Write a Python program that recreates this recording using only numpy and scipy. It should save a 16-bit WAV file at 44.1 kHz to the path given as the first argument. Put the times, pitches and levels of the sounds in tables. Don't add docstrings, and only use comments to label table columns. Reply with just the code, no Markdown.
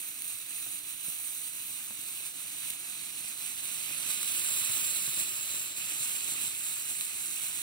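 import sys
import numpy as np
from scipy import signal
from scipy.fft import rfft, irfft
from scipy.io import wavfile
from scipy.ndimage import uniform_filter1d

SR = 44100
rng = np.random.default_rng(int(sys.argv[2]) if len(sys.argv) > 2 else 0)


def gain_from_decibels(decibels):
    exponent = np.asarray(decibels, float) / 20
    return 10 ** exponent


def persist_wave(psi):
    counts = np.round(np.clip(psi, -1, 1) * 32767).astype(np.int16)
    wavfile.write(sys.argv[1], SR, np.atleast_2d(counts).T)


N = 336042
TIME = np.arange(N) / SR

# (time [s], strength [dB], gas against sparks [dB])
BURN = [(0, -40.5, -2), (.6, -39.5, -2), (1.3, -39, -3), (2.3, -42, 0), (3.1, -41.5, .5), (3.6, -38, -0.5),
        (4.0, -38, 1.5), (4.35, -34, 0.5), (5.0, -35.5, 0.5), (5.35, -39.5, 2), (5.7, -41, 2.5),
        (6.1, -36.5, 0), (6.35, -39, 2.5), (6.6, -39.5, -0.5), (7.1, -39.5, -.5), (7.62, -37.5, -.5)]
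# (time [s], swing [dB], half length [s])
FLARES = [(0.304, 2.1, 0.014), (0.585, 1.5, 0.015), (1.1, 2, 0.013), (2.086, 3, 0.0099),
          (2.267, 3.5, 0.0084), (2.67, 3.5, 0.045), (4.104, 4.5, 0.03), (4.586, 1, 0.011),
          (4.772, 1.7, 0.045), (4.87, 1, 0.015), (5.202, 5, 0.019), (5.544, 2, 0.038), (6.034, 3, 0.022),
          (6.316, 3, 0.022), (6.452, 4, 0.027), (6.657, 1, 0.015), (6.702, 3.5, 0.032), (6.907, 4, 0.015),
          (7.013, 2, 0.024), (7.45, 2, 0.025)]
# (time [s], swing [dB], half length [s])
LULLS = [(0.154, -3, 0.053), (0.437, -3, 0.058), (0.83, -4, 0.03), (0.97, -4.5, 0.028), (1.404, -1, 0.015),
         (1.514, -4, 0.013), (1.65, -2, 0.018), (1.917, -2.2, 0.045), (2.33, -4.0, 0.019),
         (2.442, -0.5, 0.012), (2.781, -4, 0.012), (3.125, -2, 0.022), (3.361, -5, 0.013),
         (3.552, -3.5, 0.023), (3.617, -2.5, 0.016), (3.817, -1, 0.011), (4.222, -1.4, 0.049),
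         (4.43, -1.5, 0.013), (5.69, -2.0, 0.015), (5.744, -5.5, 0.016), (6.203, -1.3, 0.028),
         (6.536, -1.3, 0.013), (7.136, -0.5, 0.02), (7.526, -2.2, 0.019)]
# (time [s], extra right lag near 7 kHz [samples], same near 13 kHz [samples], tilt down [0-1])
AIM = [(0, -0.85, 0.12, 0), (.5, -1.06, -0.23, 0), (1.7, -0.79, -0.045, .05), (2.3, -0.61, -0.24, 0.34),
       (2.8, -1.05, -.42, 0.2), (3.3, -0.62, -.4, .3), (3.6, -.24, -0.22, .35), (4.0, -0.12, -.55, 0.35),
       (4.4, 0.38, -.1, 0.7), (4.8, 0.38, -0.07, 0.77), (5.6, .34, .12, 1), (6.0, -0.2, -0.18, 0.9),
       (6.4, -0.17, -.18, 0.87), (7.1, -0.39, -0.19, 0.83), (7.62, -.68, -0.35, 0.8)]
# (time [s], level [dB], relative level of the dull echo [dB])
SNAPS = [(0.2194, -21, -21), (2.0855, -25, -25), (2.7006, -22, -17), (2.7021, -25, -17), (2.7034, -22, -12),
         (2.705, -25, -12), (4.2296, -15.5, -7), (4.8494, -23.5, -15), (5.1994, -28, -18),
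         (6.9854, -33, -21), (7.0089, -16, -23), (7.4296, -24, -19)]
# (frequency [Hz], width [Hz])
BODY_RINGS = [
    (7500, 300),
    (10950, 150),
    (13720, 170),
    (15550, 250),
]
# (level [dB], slope [dB per unit])
RING_LAWS = [
    (-1.5, 12.5),
    (-1, 12),
    (10.5, 20.0),
    (6, 18),
]
# (frequency [Hz], width [Hz], level [dB], slope [dB per sample of extra lag])
SHARED_HOLLOW = (5200, 170, -1.5, 3.5)
# (frequency [Hz], width [Hz], level [dB], slope [dB per sample of extra lag])
RIGHT_HOLLOWS = [
    (6500, 120, -2.0, 2.5),
    (12500, 600, 1.5, 3),
]
# (frequency [Hz], phase [rad])
BODY_PHASE = [(100, 0.15), (1100, 1.19), (2100, 2.06), (2900, 0.93), (3600, 1.26), (4300, 0.21),
              (5500, 0.84), (6200, 0.29), (7000, 0.63), (8000, -0.55), (9000, -1.19), (11000, -2.3),
              (13000, -3.05), (15000, -5.79)]
# (frequency [Hz], early [0-1], late [0-1])
LIKENESS = [(300, .96, .95), (1500, .96, .91), (2300, .82, .7), (3700, .56, .46), (4400, .74, .68),
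            (5100, .5, .7), (6400, .74, .86), (7150, .96, .97), (7800, .62, .48), (9200, .72, .84),
            (11500, .88, .35), (13200, .4, .92), (14200, .8, .65), (15600, .45, .55)]
# (frequency [Hz], level [dB])
LEFT_PORT = [(800, -22), (1250, -17), (1800, -21.5), (2300, -20), (4300, -16), (5200, -16), (5900, -13),
             (6900, -10), (7500, -9.5), (9000, -13), (10000, -13.2), (12000, -13.5), (13300, -11),
             (15600, -9.3)]
# (frequency [Hz], level [dB])
RIGHT_PORT = [(1250, -19.5), (1850, -18), (2580, -4), (3300, -10), (3950, -5), (5100, -20.5), (6030, -11.5),
              (6500, -16.5), (7800, -7.5), (9200, -0.5), (11200, -5), (12600, -14.6), (13800, -12),
              (15600, -15.5)]
# (frequency [Hz], level [dB per Hz])
FLUTTER_ASIDE = [(21, -49), (35, -25), (90, -4), (119, -2), (246, -3.5), (295, -4), (503, -12.5),
                 (587, -13), (647, -10.5), (734, -7.5), (1000, -12.5), (1300, -32), (2200, -120)]
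# (frequency [Hz], level [dB per Hz])
FLUTTER_CLOSER = [(21, -53), (35, -37), (67, -9.5), (119, -1.5), (264, -6), (299, -1.5), (321, -10),
                  (359, -3), (443, -12), (579, -6), (788, -14.5), (1000, -13), (1300, -22), (2200, -120)]
# (time [s], level [dB], frequency [Hz], length [s])
PUFFS = [(0.327, -47, 103, 0.025), (0.629, -65, 223, 0.02), (0.659, -49, 114, 0.02),
         (1.08, -37, 170, 0.008), (1.901, -43, 218, 0.017), (2.629, -47, 132, 0.019),
         (3.166, -47, 307, 0.014), (3.484, -49, 252, 0.022), (3.891, -52, 102, 0.02),
         (3.963, -49, 247, 0.016), (4.689, -41, 116, 0.018), (4.769, -41, 262, 0.015),
         (5.074, -37, 133, 0.023), (5.183, -51, 302, 0.028), (5.893, -45, 306, 0.022),
         (5.994, -43, 132, 0.02), (7.278, -47, 353, 0.023)]
# (time [s], level [dB], length [s])
POPS = [(.6655, -31, .0002), (1.0835, -36, 0.00023), (1.9085, -32, 0.00022), (3.908, -29, .0002),
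        (4.772, -31, .0003), (5.0785, -26, .00015), (5.92, -32, .0002)]
# (frequency [Hz], level [dB])
HUM = [
    (119, -83.5),
    (296.1, -73),
    (356, -78.5),
    (592.2, -82),
]

PORT_LAG = 10
CALM_DB = -41.5
BODY_SHARE, FINE_SHARE, LOW_SHARE = 0.63, 0.94, 0.61


def evened(x):
    return x / np.sqrt(np.mean(np.abs(x) ** 2) + 1e-20)


def read(points, hz):
    f, *values = np.transpose(points)
    return np.squeeze([np.interp(np.log(hz + 1), np.log(f + 1), v) for v in values])


def curves(rows, t):
    s, *columns = np.transpose(rows)
    return [np.interp(t, s, c) for c in columns]


def wander(low_hz, top_hz):
    band = signal.butter(1, [low_hz, top_hz], "band", fs=SR, output="sos")
    return evened(signal.sosfilt(band, rng.standard_normal(N)))


def resonance(f, centre, width):
    return 1 / (1 + ((f - centre) / width) ** 2)


def fire(t):
    quick = np.zeros(len(t))
    for s, db, half in FLARES + LULLS:
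        near = slice(*np.searchsorted(t, [s - .25, s + .25]))
        quick[near] += db * np.exp(-.5 * ((t[near] - s) / half) ** 2)
    slow, gas = curves(BURN, t)
    return slow, quick, gas


def sparks(per_s, spread_db):
    size = gain_from_decibels(spread_db * np.minimum(rng.exponential(1, N), 5))
    sign = np.sign(rng.standard_normal(N))
    return evened(size * sign * (rng.random(N) < per_s / SR))


def snap(jets):
    dull = signal.windows.hann(9)
    decay = np.exp(-np.arange(60) / SR / 0.00058)
    crackles = rng.choice([-1., 1.], (len(SNAPS), 60)) * decay
    for (s, db, low_db), crackle in zip(SNAPS, crackles):
        at = round(s * SR) + 55
        jets[:, at:at + 60] += gain_from_decibels(db - 7.0) * crackle
        jets[:, at + 50:at + 59] -= gain_from_decibels(db + low_db - 3.5) * dull


def flames():
    slow_db, quick_db, _ = fire(TIME)
    sputter_db = .35 * wander(4, 14) + 0.8 * wander(7.8, 250)
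    jets = np.array([rng.standard_normal(N) + 0.4 * sparks(2500, 2.3) for _ in range(2)])
    jets = evened(jets) * gain_from_decibels(slow_db + quick_db + sputter_db)
    snap(jets)
    return jets


def body_resonance(f, low_lag, top_lag, tilt):
    facing = np.maximum(low_lag, 0)
    controls = (tilt, facing, top_lag, facing + 2 * np.minimum(top_lag + 0.33, 0))
    gain_db = 0
    for (centre, width), (db, slope), control in zip(BODY_RINGS, RING_LAWS, controls):
        gain_db = gain_db + (db + slope * control) * resonance(f, centre, width) ** 1.2
    centre, width, db, slope = SHARED_HOLLOW
    gain_db += (db + slope * low_lag) * resonance(f, centre + 300 * top_lag, width)
    gain_db += 2.0 * (tilt - 2 * facing) * resonance(f, 14900, 500)
    gain_db -= 1.3 * np.minimum(low_lag, 0) * resonance(f, 6300, 400)
    gain_db -= 3.65 * (1 - np.tanh((f - 1000) / 150))
    return gain_db


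def spark_bands(f, t, tilt):
    _, quick_db, gas_db = fire(t)
    fine_own = np.interp(t, TIME, wander(3.0, 16.0))
    core_own = np.interp(t, TIME, wander(3.0, 30.0))
    body_db = -0.42 + gas_db - (1 - BODY_SHARE) * quick_db
    fine_db = -1.0 + 0.7 * fine_own - 2.8 * tilt - (1 - FINE_SHARE) * quick_db
    gain_db = body_db / (1 + (f / 6200) ** 8)
    gain_db += fine_db / (1 + (12300 / (f + 1)) ** 12)
    gain_db += 1.0 * core_own / (1 + ((f - 9200) / 2300) ** 4)
    return gain_db


def fizz():
    hz, t, (a, b) = signal.stft(flames(), SR, nperseg=512, noverlap=384)
    f = hz[:, None]
    low_lag, top_lag, tilt = curves(AIM, t)
    slow_db = fire(t)[0]
    shared_db = body_resonance(f, low_lag, top_lag, tilt) + spark_bands(f, t, tilt)
    patches = rng.standard_normal(a.shape)
    patches = evened(uniform_filter1d(uniform_filter1d(patches, 9, 0), 24, 1))
    late = np.clip(0.18 + 1.3 * tilt, 0, .95)
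    early_same, late_same = read(LIKENESS, hz)[:, :, None]
    same = np.clip(early_same + late * (late_same - early_same), 0, 1)
    lag = low_lag + (top_lag - low_lag) * np.clip((f - 8000) / 4500, 0, 1)
    phase = np.interp(f, *np.transpose(BODY_PHASE)) - 2 * np.pi * f * (PORT_LAG + lag) / SR
    left_db = -0.6 - 0.25 * (slow_db - CALM_DB) + 1.5 * tilt
    left = (same * a + np.sqrt(1 - same ** 2) * b) / np.exp(1j * phase)
    left = left * gain_from_decibels(read(LEFT_PORT, hz)[:, None] + left_db)
    right_db = read(RIGHT_PORT, hz)[:, None]
    for centre, width, db, slope in RIGHT_HOLLOWS:
        right_db = right_db + (db + slope * low_lag) * resonance(f, centre, width)
    ports = np.array([left, a * gain_from_decibels(right_db)]) * gain_from_decibels(shared_db + 0.79 * patches + 14.5)
    ports *= f ** 4 / (f ** 4 + 600.0 ** 4)
    return signal.istft(ports, nperseg=512, noverlap=384)[1][:, :N]


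def flutter():
    hz = np.fft.rfftfreq(N, 1 / SR)
    noise = rfft(rng.standard_normal((2, N)))
    aside = evened(irfft(noise * gain_from_decibels(read(FLUTTER_ASIDE, hz)), N))
    closer = evened(irfft(noise * gain_from_decibels(read(FLUTTER_CLOSER, hz)), N))
    turned = np.clip((curves(AIM, TIME)[0] + .5) / .7, 0, 1)
    a, b = aside + turned * (closer - aside)
    slow_db, quick_db, gas_db = fire(TIME)
    level_db = -64 + 0.68 * (slow_db - CALM_DB) + LOW_SHARE * quick_db + 1.2 * gas_db
    level_db += 2.0 * wander(6.1, 55)
    return np.array([a + 0.2 * b, a - .19 * b]) * gain_from_decibels(level_db)


def puffs():
    out, t = np.zeros(N + 4000), np.arange(4000) / SR
    rushes = signal.lfilter([1], [1, -.85], rng.standard_normal((len(PUFFS), 4000)))
    for (s, db, hz, length), rush in zip(PUFFS, rushes):
        u = t / length
        push = -np.sin(2 * np.pi * hz * t) + 0.88 * rush * np.exp(-2.5 * u)
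        swell = u * np.exp(-2.2 * u) * 2.7
        out[round(s * SR):][:4000] += gain_from_decibels(db - 6.0) * push * swell
    return out[:N]


def pops():
    out = np.zeros(N)
    for s, db, length in POPS:
        u = np.arange(800) / SR / length
        onset = np.minimum(u * 8, 1)
        out[round(s * SR):][:800] -= gain_from_decibels(db) * (1 - u) * np.exp(-u) * onset
    return out


def hum():
    out = np.zeros(N)
    for hz, db in HUM:
        waver = 1.2 * uniform_filter1d(wander(.3, 3), 4000)
        out += gain_from_decibels(db + 3 + waver) * np.sin(2 * np.pi * hz * TIME + .3 * waver)
    return out


def scene():
    return fizz() + flutter() + puffs() + pops() + hum()


def low_pass(x):
    return signal.sosfilt(signal.butter(12, 17070, fs=SR, output="sos"), x)


def record(dry):
    low_cut = signal.butter(2, 48.0, "high", fs=SR, output="sos")
    edge = signal.firwin(511, 15760, window=("kaiser", 9), fs=SR)[None]
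    mix = signal.oaconvolve(signal.sosfilt(low_cut, dry), edge, "same")
    return low_pass(mix)


dry = scene()
out = record(dry)
persist_wave(out)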